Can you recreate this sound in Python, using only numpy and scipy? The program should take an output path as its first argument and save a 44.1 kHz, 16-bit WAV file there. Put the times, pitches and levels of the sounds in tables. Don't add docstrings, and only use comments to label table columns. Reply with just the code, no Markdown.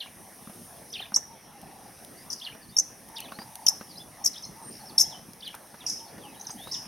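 import sys
import numpy as np
from scipy import signal
from scipy.fft import rfft, irfft, next_fast_len
from scipy.io import wavfile
from scipy.ndimage import uniform_filter1d, map_coordinates

SR = 44100
rng = np.random.default_rng(int(sys.argv[2]) if len(sys.argv) > 2 else 0)


def wav_out(sig):
    wavfile.write(sys.argv[1], SR, np.round(np.clip(np.atleast_2d(sig).T, -1, 1) * 32767).astype(np.int16))


N = 302967
TIME = np.arange(N) / SR

# (t/s, air level/dB, hiss level/dB)
FLOOR_LEVELS = [(0.0, -56, -57), (0.65, -56.5, -52.5), (1.36, -55.5, -60.5), (2.22, -55.5, -54.5),
                (2.64, -56.5, -58), (3.69, -55, -54), (4.09, -56, -56.5), (4.38, -55, -57),
                (4.84, -54.5, -54), (5.07, -54, -58), (5.28, -57, -57.5), (6.31, -53.5, -56.5),
                (6.64, -54.5, -52), (6.87, -52, -56.5)]
# (f/Hz, density level/dB)
AIR_SPECTRUM = [(15, -74), (25, -18), (193, -2), (261, -4), (311, -5.5), (347, -7), (403, -9), (460, -9.5),
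                (710, -8), (774, -6.5), (1490, -19), (1730, -14.5), (2500, -22.5), (4500, -25.5),
                (5850, -15), (9900, -120)]
# (f/Hz, density level/dB)
HISS_SPECTRUM = [(2500, -10), (4300, -13), (5600, -4.5), (7000, -0.5), (9000, 3.5), (11300, 1.5),
                 (13000, -5.5), (15500, -10.5)]
# (f/Hz, correlation 0-1)
STEREO_LIKENESS = [(60, 0.65), (150, 0.99), (380, 0.71), (950, 0.8), (2380, 1), (5980, 0.82), (15000, 0.76)]

# (t/s, length/s, start f/Hz, middle f/Hz, end f/Hz, level/dB)
SINGLE_SLURS = [ (.003, .012, 4650, 3930, 3400, -33), (.899, 0.015, 4900, 5250, 5250, -44.5),
                (.995, 0.0074, 3070, 3140, 3130, -30), (2.159, 0.088, 4470, 4840, 5130, -51.5),
                (2.61, .044, 5160, 4530, 4060, -53), (2.685, 0.025, 3950, 4570, 5200, -50),
                (2.713, 0.053, 3470, 3680, 3750, -54), (3.32, 0.055, 3770, 4150, 4630, -52.5),
                (3.385, 0.052, 4600, 4830, 4880, -41.5), (3.884, .053, 5300, 4680, 3780, -47.5),
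                (3.95, .028, 3900, 4130, 4800, -49), (3.973, 0.0144, 4800, 5020, 5250, -34.5),
                (3.989, 0.043, 3120, 3480, 3250, -47.5), (4.33, 0.025, 5300, 3960, 2700, -43.5),
                (4.354, 0.028, 2880, 3560, 4000, -41), (4.421, 0.034, 6500, 5410, 5140, -35.5),
                (4.438, .022, 3990, 4280, 4100, -47), (4.604, 0.15, 8620, 8940, 9130, -44),
                (4.788, .048, 4800, 4360, 4670, -52), (4.845, 0.072, 4940, 5300, 2870, -46),
                (5.045, .03, 3050, 3310, 3350, -50), (5.097, 0.09, 4470, 3130, 3280, -47),
                (5.799, 0.039, 4080, 3350, 2320, -47), (5.85, .03, 2920, 2710, 2280, -50.5),
                (5.987, 0.028, 4200, 3380, 2480, -54), (6.19, 0.16, 4280, 2760, 2710, -52.5),
                (6.341, 0.082, 3570, 3900, 3950, -54.5), (6.437, 0.029, 6800, 4340, 3570, -47),
                (6.467, 0.0076, 6600, 5900, 5100, -27), (6.471, 0.056, 5300, 4960, 5060, -46),
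                (6.559, 0.17, 2890, 3690, 3880, -46.5), (6.678, .04, 3740, 4270, 5170, -51),
                (6.51, 0.011, 8200, 8260, 8250, -35), (6.732, 0.036, 4400, 3450, 2620, -39.5)]
# (t into figure/s, length/s, start f/Hz, middle f/Hz, end f/Hz, level/dB)
LONG_FIGURE_NOTES = [ (0, 0.022, 6330, 5230, 4010, -4), (.006, 0.022, 3103, 3544, 4150, -6),
                     (.011, .041, 4157, 3180, 2250, -2), (.053, .019, 4630, 4200, 4630, -12.5),
                     (.062, 0.0243, 2100, 2930, 3020, -6), (.083, .042, 2700, 1775, 1670, -18),
                     (.084, .036, 4420, 3640, 3030, -7.5), (.125, .022, 2150, 2570, 3120, -13)]
# (t into figure/s, length/s, start f/Hz, middle f/Hz, end f/Hz, level/dB)
SHORT_FIGURE_NOTES = [ (.003, 0.011, 6020, 4400, 3300, -6.5), (.02, .024, 2750, 3400, 3650, -3.5),
                      (.044, .027, 4950, 4330, 3350, -3.5), (.062, .027, 3740, 3110, 2660, 0.5),
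                      (.084, 0.023, 2750, 1800, 1690, -16), (.097, 0.037, 3280, 3010, 2650, -17),
                      (.128, 0.016, 2290, 2360, 2800, -12)]
# (t/s, level/dB)
LONG_FIGURE_STARTS = [(0.924, -31), (3.152, -35.5)]
# (t/s, level/dB)
SHORT_FIGURE_STARTS = [(-.06, -33), (2.392, -33), (5.401, -36)]
# (t/s, middle f/Hz, level/dB)
UPWARD_FLICKS = [(4.379, 5260, -35.5), (4.45, 6100, -35), (4.474, 6130, -41), (6.397, 6040, -40),
                 (6.411, 6250, -33.5), (6.504, 6280, -28)]
FLICK_S, FLICK_RISE_HZ = 0.008, 1265
# (start t/s, middle f/Hz, level/dB)
FLICK_RATTLES = [(4.71, 5230, -42)]
RATTLE_GAP_S = 0.014
# (from t/s, to t/s)
CHATTER_SPELLS = [(5.6, 6.7)]
CHATTER_PER_S, CHATTER_DB, CHATTER_HZ, CHATTER_NOTE_S = 3, -57, 3700, .04

# (t/s, level/dB, pop f/Hz, thud level/dB)
SOFT_KNOCKS = [(0.06, -43, 1070, -8), (0.473, -42.5, 1220, 6), (0.497, -42, 643, 2.5),
               (1.004, -35, 810, -25), (1.12, -39, 732, 0.5), (1.169, -36, 1010, -7), (2.548, -41, 670, -7),
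               (3.32, -32.5, 1056, -9), (3.388, -35, 1830, 0), (3.417, -37, 920, -16),
               (3.81, -35.5, 515, -2), (5.286, -58, 650, 18), (5.543, -36, 855, -30),
               (5.742, -40.5, 970, -8), (5.84, -41, 1190, -22), (6.181, -40, 759, -2),
               (6.494, -36.5, 880, -8), (6.672, -35.5, 925, -20)]
# (t/s, level/dB)
DRY_TICKS = [(1.6153, -39.5), (2.048, -35.5), (3.088, -38.5), (3.183, -35), (3.2041, -26), (3.5553, -29),
             (5.334, -38), (5.4782, -37.5), (5.5498, -32.5)]
# (f/Hz, density level/dB)
PUFF_SPECTRUM = [(80, -18), (250, 1.5), (1300, 6.5), (2500, -6), (6000, -14)]
CRACK_SPECTRUM = [(1000, -18), (5000, -7), (9000, 0), (12000, -3), (16000, -12)]

# (t/s, length/s, swoop period/s, roughness 0-1, left-right level/dB, left lead/s,
#   echo level/dB, octave level/dB, top treble level/dB, start f/Hz, opening level/dB, flare level/dB,
#   crest level/dB, bottoms of the three swoops [(f/Hz, effort level/dB)])
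SHARP_CHIPS = [ (1.141, 0.062, 0.014, 0.085, 0, 0, -22.5, -9, -21, 6100, -10.5, 1, -4.5, [(4150, -19.5),
               (5650, -3.5), (6000, -21)]),
               (2.300, .043, .012, .38, 6.5, 4e-6, -11.5, -13, 4, 6730, -21.5, -5, -6, [(4350, -23),
               (4750, -25), (4830, -15)]),
               (2.765, 0.037, .0135, 0.47, 0, 8e-6, -21.5, -10.5, -12, 5450, -8.5, 16, -15, [(4180, -19.5),
               (5660, -4.5), (6100, -3.5)]),
               (3.663, 0.033, 0.013, 0.74, 3, 3.2e-5, -20.5, -9.5, 3.5, 7460, -6.5, -10, -11.5, [(2850, -13),
               (5250, -3), (5500, -6)]),
               (4.239, 0.048, 0.014, 0.7, 3, 3.2e-5, -19.5, -12.5, 7, 6430, -25.5, 0, -7, [(6690, -9),
               (5220, -7), (5110, -10.5)]),
               (4.979, 0.064, .0125, 0.35, 3, 2.5e-5, -18, -9, 3.5, 5550, -1, 4.5, -6, [(3500, -10.5),
               (5167, -5), (5180, -3)]),
               (5.863, 0.051, 0.015, 0.68, 1, -1.5e-5, -4.5, -12.5, 2, 6070, -17, 0, -5, [(4814, -18.5),
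               (5240, -26), (5150, -14.5)]),
               (6.712, 0.048, 0.012, 0.33, 0, 0, -2.5, -27, -3, 5480, -26, -4, -14, [(4770, -17),
               (5000, -24.5), (5150, -18.5)])]
# (f/Hz, level/dB)
THROAT_RESONANCE = [(1500, -21), (2800, -17.5), (4000, -22.5), (4800, -15), (5600, -3.5), (6300, -8.5),
                    (7000, -9), (8500, -7.5), (11000, -12.5), (13500, -15.5), (15500, -35)]
# (f/Hz, density level/dB)
RASP_SPECTRUM = [(300, 6), (2000, 5), (4000, -6.5), (6000, 17), (9000, -3), (12000, -5), (16000, 13)]
# (f/Hz, share 0-1)
TREBLE_SHARE = [(10500, 0), (13000, 1)]
# (f/Hz, level/dB)
GRASS_TONE = [(6500, 4.9), (11000, 4.3)]
ATTACK_S = .0032
OPENING_S, OPENING_HZ = .005, 5353
FIRST_DIP_S = .009
CREST_HZ, LAST_CREST_HZ = 8500, 6780
FLARE_S, FLARE_WIDTH_S = 0.0132, 0.0011
SAG_HZ_PER_S = 70000
RELEASE_DB, ROUNDNESS = -21.5, 1.3
RASP_REST, RASP_DB = .05, -7.5

# (t/s, level/dB)
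FAR_PHRASES = [(1.272, -47), (3.11, -45.5), (4.55, -47.5), (5.98, -48)]
# (t into phrase/s, length/s, start f/Hz, middle f/Hz, end f/Hz)
FAR_HOOTS = [(0, 0.111, 798, 925, 783), (.24, 0.078, 825, 836, 760)]

TOP_HZ = 16200


def amp(db):
    return 10 ** (np.asarray(db) / 20)


def unit(x):
    return x / np.sqrt(np.mean(x ** 2) + 1e-20)


def along(points, hz):
    f, v = np.transpose(points)
    return np.interp(np.log(hz + 1), np.log(f + 1), v)


def curves(rows):
    s, *cols = np.transpose(rows)
    return [np.interp(TIME, s, c) for c in cols]


def wobble(rate):
    return map_coordinates(rng.standard_normal(N // 4), [TIME * rate], mode="wrap")


def filtered(x, response):
    m = next_fast_len(N + 8192)
    return irfft(rfft(x, m) * response(np.fft.rfftfreq(m, 1 / SR)), m)[..., :N]


def add(track, s, sound):
    part = track[max(round(s * SR), 0):][:len(sound)]
    part += sound[:len(part)]


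def rush(spectrum, patchy_db):
    z = signal.stft(rng.standard_normal((2, N)), nperseg=512)[2]
    patches = uniform_filter1d(rng.standard_normal(z.shape[1:]), size=5, axis=0)
    patches = uniform_filter1d(patches, size=12, axis=1)
    pair = signal.istft(z * amp(patchy_db * unit(patches)), nperseg=512)[1][:, :N]

    def mid_side_gains(hz):
        turn = np.arccos(np.clip(along(STEREO_LIKENESS, hz), -1, 1)) / 2
        return amp(along(spectrum, hz)) * [np.cos(turn), np.sin(turn)]

    mid, side = filtered(pair, mid_side_gains)
    return unit(np.array([mid + side, mid - side]))


def whistle(length, start_hz, middle_hz, end_hz, swell):
    u = np.linspace(0, 1, max(int(length * SR), 8))
    pitch = np.polyval(np.polyfit([0, .5, 1], [start_hz, middle_hz, end_hz], 2), u)
    return np.abs(np.sin(np.pi * u)) ** swell, 2 * np.pi * np.cumsum(pitch) / SR


def scatter(x, t60, width):
    t = np.arange(SR // 2) / SR
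    decay = amp(-60 * t / t60) * (1 - np.exp(-t / 0.00022))
    out = np.zeros((2, N))
    for start in range(0, N, len(t)):
        mid, side = rng.standard_normal((2, len(t))) * decay
        for track, tail in zip(out, (mid + width * side, mid - width * side)):
            echo = signal.fftconvolve(x[start:start + len(t)], tail / np.linalg.norm(tail))
            add(track, start / SR, echo)
    return out


def air():
    air_db, hiss_db = curves(FLOOR_LEVELS)
    drift_db = .4 * wobble(9)
    low = amp(air_db + 4.5 + drift_db) * rush(AIR_SPECTRUM, patchy_db=3.0)
    hiss = amp(hiss_db + 3.5) * rush(HISS_SPECTRUM, patchy_db=1.2)
    return low + hiss


def twitter_notes(count=5):
    notes = list(SINGLE_SLURS)
    for figure, starts in (
            (LONG_FIGURE_NOTES, LONG_FIGURE_STARTS), (SHORT_FIGURE_NOTES, SHORT_FIGURE_STARTS)):
        for s, db in starts:
            for delay, *shape, note_db in figure:
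                if s + delay >= 0:
                    notes.append((s + delay, *shape, db + note_db))
    rattle = [(s + k * RATTLE_GAP_S, hz, db) for s, hz, db in FLICK_RATTLES for k in range(count)]
    for s, hz, db in UPWARD_FLICKS + rattle:
        notes.append((s, FLICK_S, hz - FLICK_RISE_HZ / 2, hz, hz + FLICK_RISE_HZ / 2, db))
    for start, end in CHATTER_SPELLS:
        for s in np.arange(start, end, 1 / CHATTER_PER_S):
            late, pitch, slope, bend, loud = rng.uniform(-1, 1, size=5)
            contour = np.array([-1, bend / 2, 1])
            hz = CHATTER_HZ * np.exp(.25 * pitch + .17 * slope * contour)
            notes.append((s + late / CHATTER_PER_S / 2, CHATTER_NOTE_S, *hz, CHATTER_DB + 2 * loud))
    return notes


def twitters():
    voice = np.zeros(N)
    waver = wobble(600)
    for s, length, start_hz, middle_hz, end_hz, db in twitter_notes():
        envelope, phase = whistle(length, start_hz, middle_hz, end_hz, swell=.85)
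        here = round(s * SR) + np.arange(len(phase))
        note = amp(db) * envelope * np.sin(phase + .3 * waver[here])
        add(voice, s, note)
        add(voice, s + 0.02, amp(-29) * note)
    voice *= amp(2.4 * wobble(260) - 1)
    husk = amp(-14) * voice * wobble(2200)
    source = voice + husk
    return source + amp(-4.5) * scatter(source, t60=0.2, width=0.16)


def knocks():
    t = np.arange(SR // 10) / SR
    taps, puffs, cracks = np.zeros((3, N))
    for s, db, hz, thud_db in SOFT_KNOCKS:
        pop = np.sin(2 * np.pi * hz * t) * amp(-60 * t / 0.014)
        thud = np.sin(2 * np.pi * 210 * t) * amp(thud_db - 60 * t / 0.041)
        onset = 1 - np.exp(-t / 0.0013)
        add(taps, s, amp(db + 8) * (pop + 0.73 * thud) * onset)
        add(puffs, s, amp(db - 5 - 60 * t / 0.078))
    for s, db in DRY_TICKS:
        add(cracks, s, amp(db - 60 * t / .014))
    puff = rush(PUFF_SPECTRUM, patchy_db=1)
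    crack = rush(CRACK_SPECTRUM, patchy_db=2)
    return taps + puffs * puff + cracks * crack


def chip_pitch(t, dips, period, start_hz, low_hz):
    cycles = np.clip((t - FIRST_DIP_S) / period, 0, len(dips) - .5)
    height = np.abs(np.sin(np.pi * cycles)) ** (2 * ROUNDNESS)
    bottom = np.interp(t, [0, OPENING_S, *dips], [start_hz, OPENING_HZ, *low_hz])
    crest = np.interp(t, [dips[-1] - period / 2, dips[-1]], [CREST_HZ, LAST_CREST_HZ])
    span = crest - bottom
    sag = SAG_HZ_PER_S * np.maximum(t - dips[-1] - period / 2, 0)
    return bottom + height * span - sag, height, span


def chips(count=3):
    direct, sent = np.zeros((2, N)), np.zeros(N)
    jitter, flutter = wobble(3500), wobble(900)
    rasp = unit(filtered(rng.standard_normal(N), lambda hz: amp(along(RASP_SPECTRUM, hz))))
    for (s, length, period, rough, pan_db, lead, echo_db, octave_db, treble_db,
         start_hz, opening_db, flare_db, crest_db, swoops) in SHARP_CHIPS:
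        low_hz, low_db = np.transpose(swoops)
        t = np.arange(0, length, 1 / SR)
        here = round(s * SR) + np.arange(len(t))
        dips = FIRST_DIP_S + period * np.arange(count)
        pitch, height, span = chip_pitch(t, dips, period, start_hz, low_hz)

        effort_db = np.interp(t, [OPENING_S, *dips], [opening_db, *low_db])
        effort_db += crest_db * height * span / (CREST_HZ - OPENING_HZ)
        effort_db += RELEASE_DB * np.clip((t - dips[-1]) / max(length - dips[-1], ATTACK_S), 0, 1)
        effort_db += flare_db * np.exp(-((t - FLARE_S) / FLARE_WIDTH_S) ** 2)
        attack = np.sin(np.pi / 2 * np.minimum(t / ATTACK_S, 1)) ** 2
        effort = amp(effort_db + 2 * rough * flutter[here]) * attack * signal.windows.tukey(len(t), .06)

        phase = 2 * np.pi * np.cumsum(pitch) / SR + .55 * rough * jitter[here]
        octave = amp(octave_db) * np.sin(2 * phase)
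        strain = amp(RASP_DB) * (rough + RASP_REST) * rasp[here]
        sheen = amp(treble_db * along(TREBLE_SHARE, np.fft.rfftfreq(len(t), 1 / SR)))
        for track, side in zip(direct, (1, -1)):
            arriving = phase + side * np.pi * pitch * lead
            tone = np.sin(arriving) + octave + strain
            chip = irfft(rfft(effort * tone) * sheen, len(t))
            add(track, s, amp(side * pan_db / 2) * chip)
        add(sent, s, amp(echo_db) * chip)

    throat = lambda hz: amp(along(THROAT_RESONANCE, hz))
    direct, sent = filtered(direct, throat), filtered(sent, throat)
    clods = amp(-5) * scatter(direct.mean(axis=0), t60=0.053, width=0.71)
    field = scatter(sent, t60=0.42, width=0.42)
    field = filtered(field, lambda hz: amp(along(GRASS_TONE, hz)))
    return direct + clods + field


def far_bird(count=9):
    voice = np.zeros(N)
    for s, db in FAR_PHRASES:
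        for delay, *note in FAR_HOOTS:
            envelope, phase = whistle(*note, swell=.5)
            quaver = wobble(90)[:len(phase)]
            add(voice, s + delay, amp(db - 2) * envelope * np.sin(phase + quaver))
        for k in range(count):
            envelope, phase = whistle(0.0243, 973, 829, 674, swell=0.46)
            late, sharp, loud = rng.standard_normal(3)
            start = s + .343 + k * .0332 + .002 * late
            level = amp(db - 2 + .3 * k + loud)
            add(voice, start, level * envelope * np.sin(phase * (1 + .025 * sharp)))
    voice *= amp(1.5 * wobble(45))
    return voice + amp(-5.5) * scatter(voice, t60=0.054, width=0.15)


def scene():
    return air() + twitters() + knocks() + chips() + far_bird()


def record(dry):
    dip = lambda hz: amp(-17 * np.exp(-np.abs((hz - 7550) / 780) ** 2.1))
    return filtered(dry, lambda hz: dip(hz) * (hz < TOP_HZ))


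dry = scene()
out = record(dry)
wav_out(out)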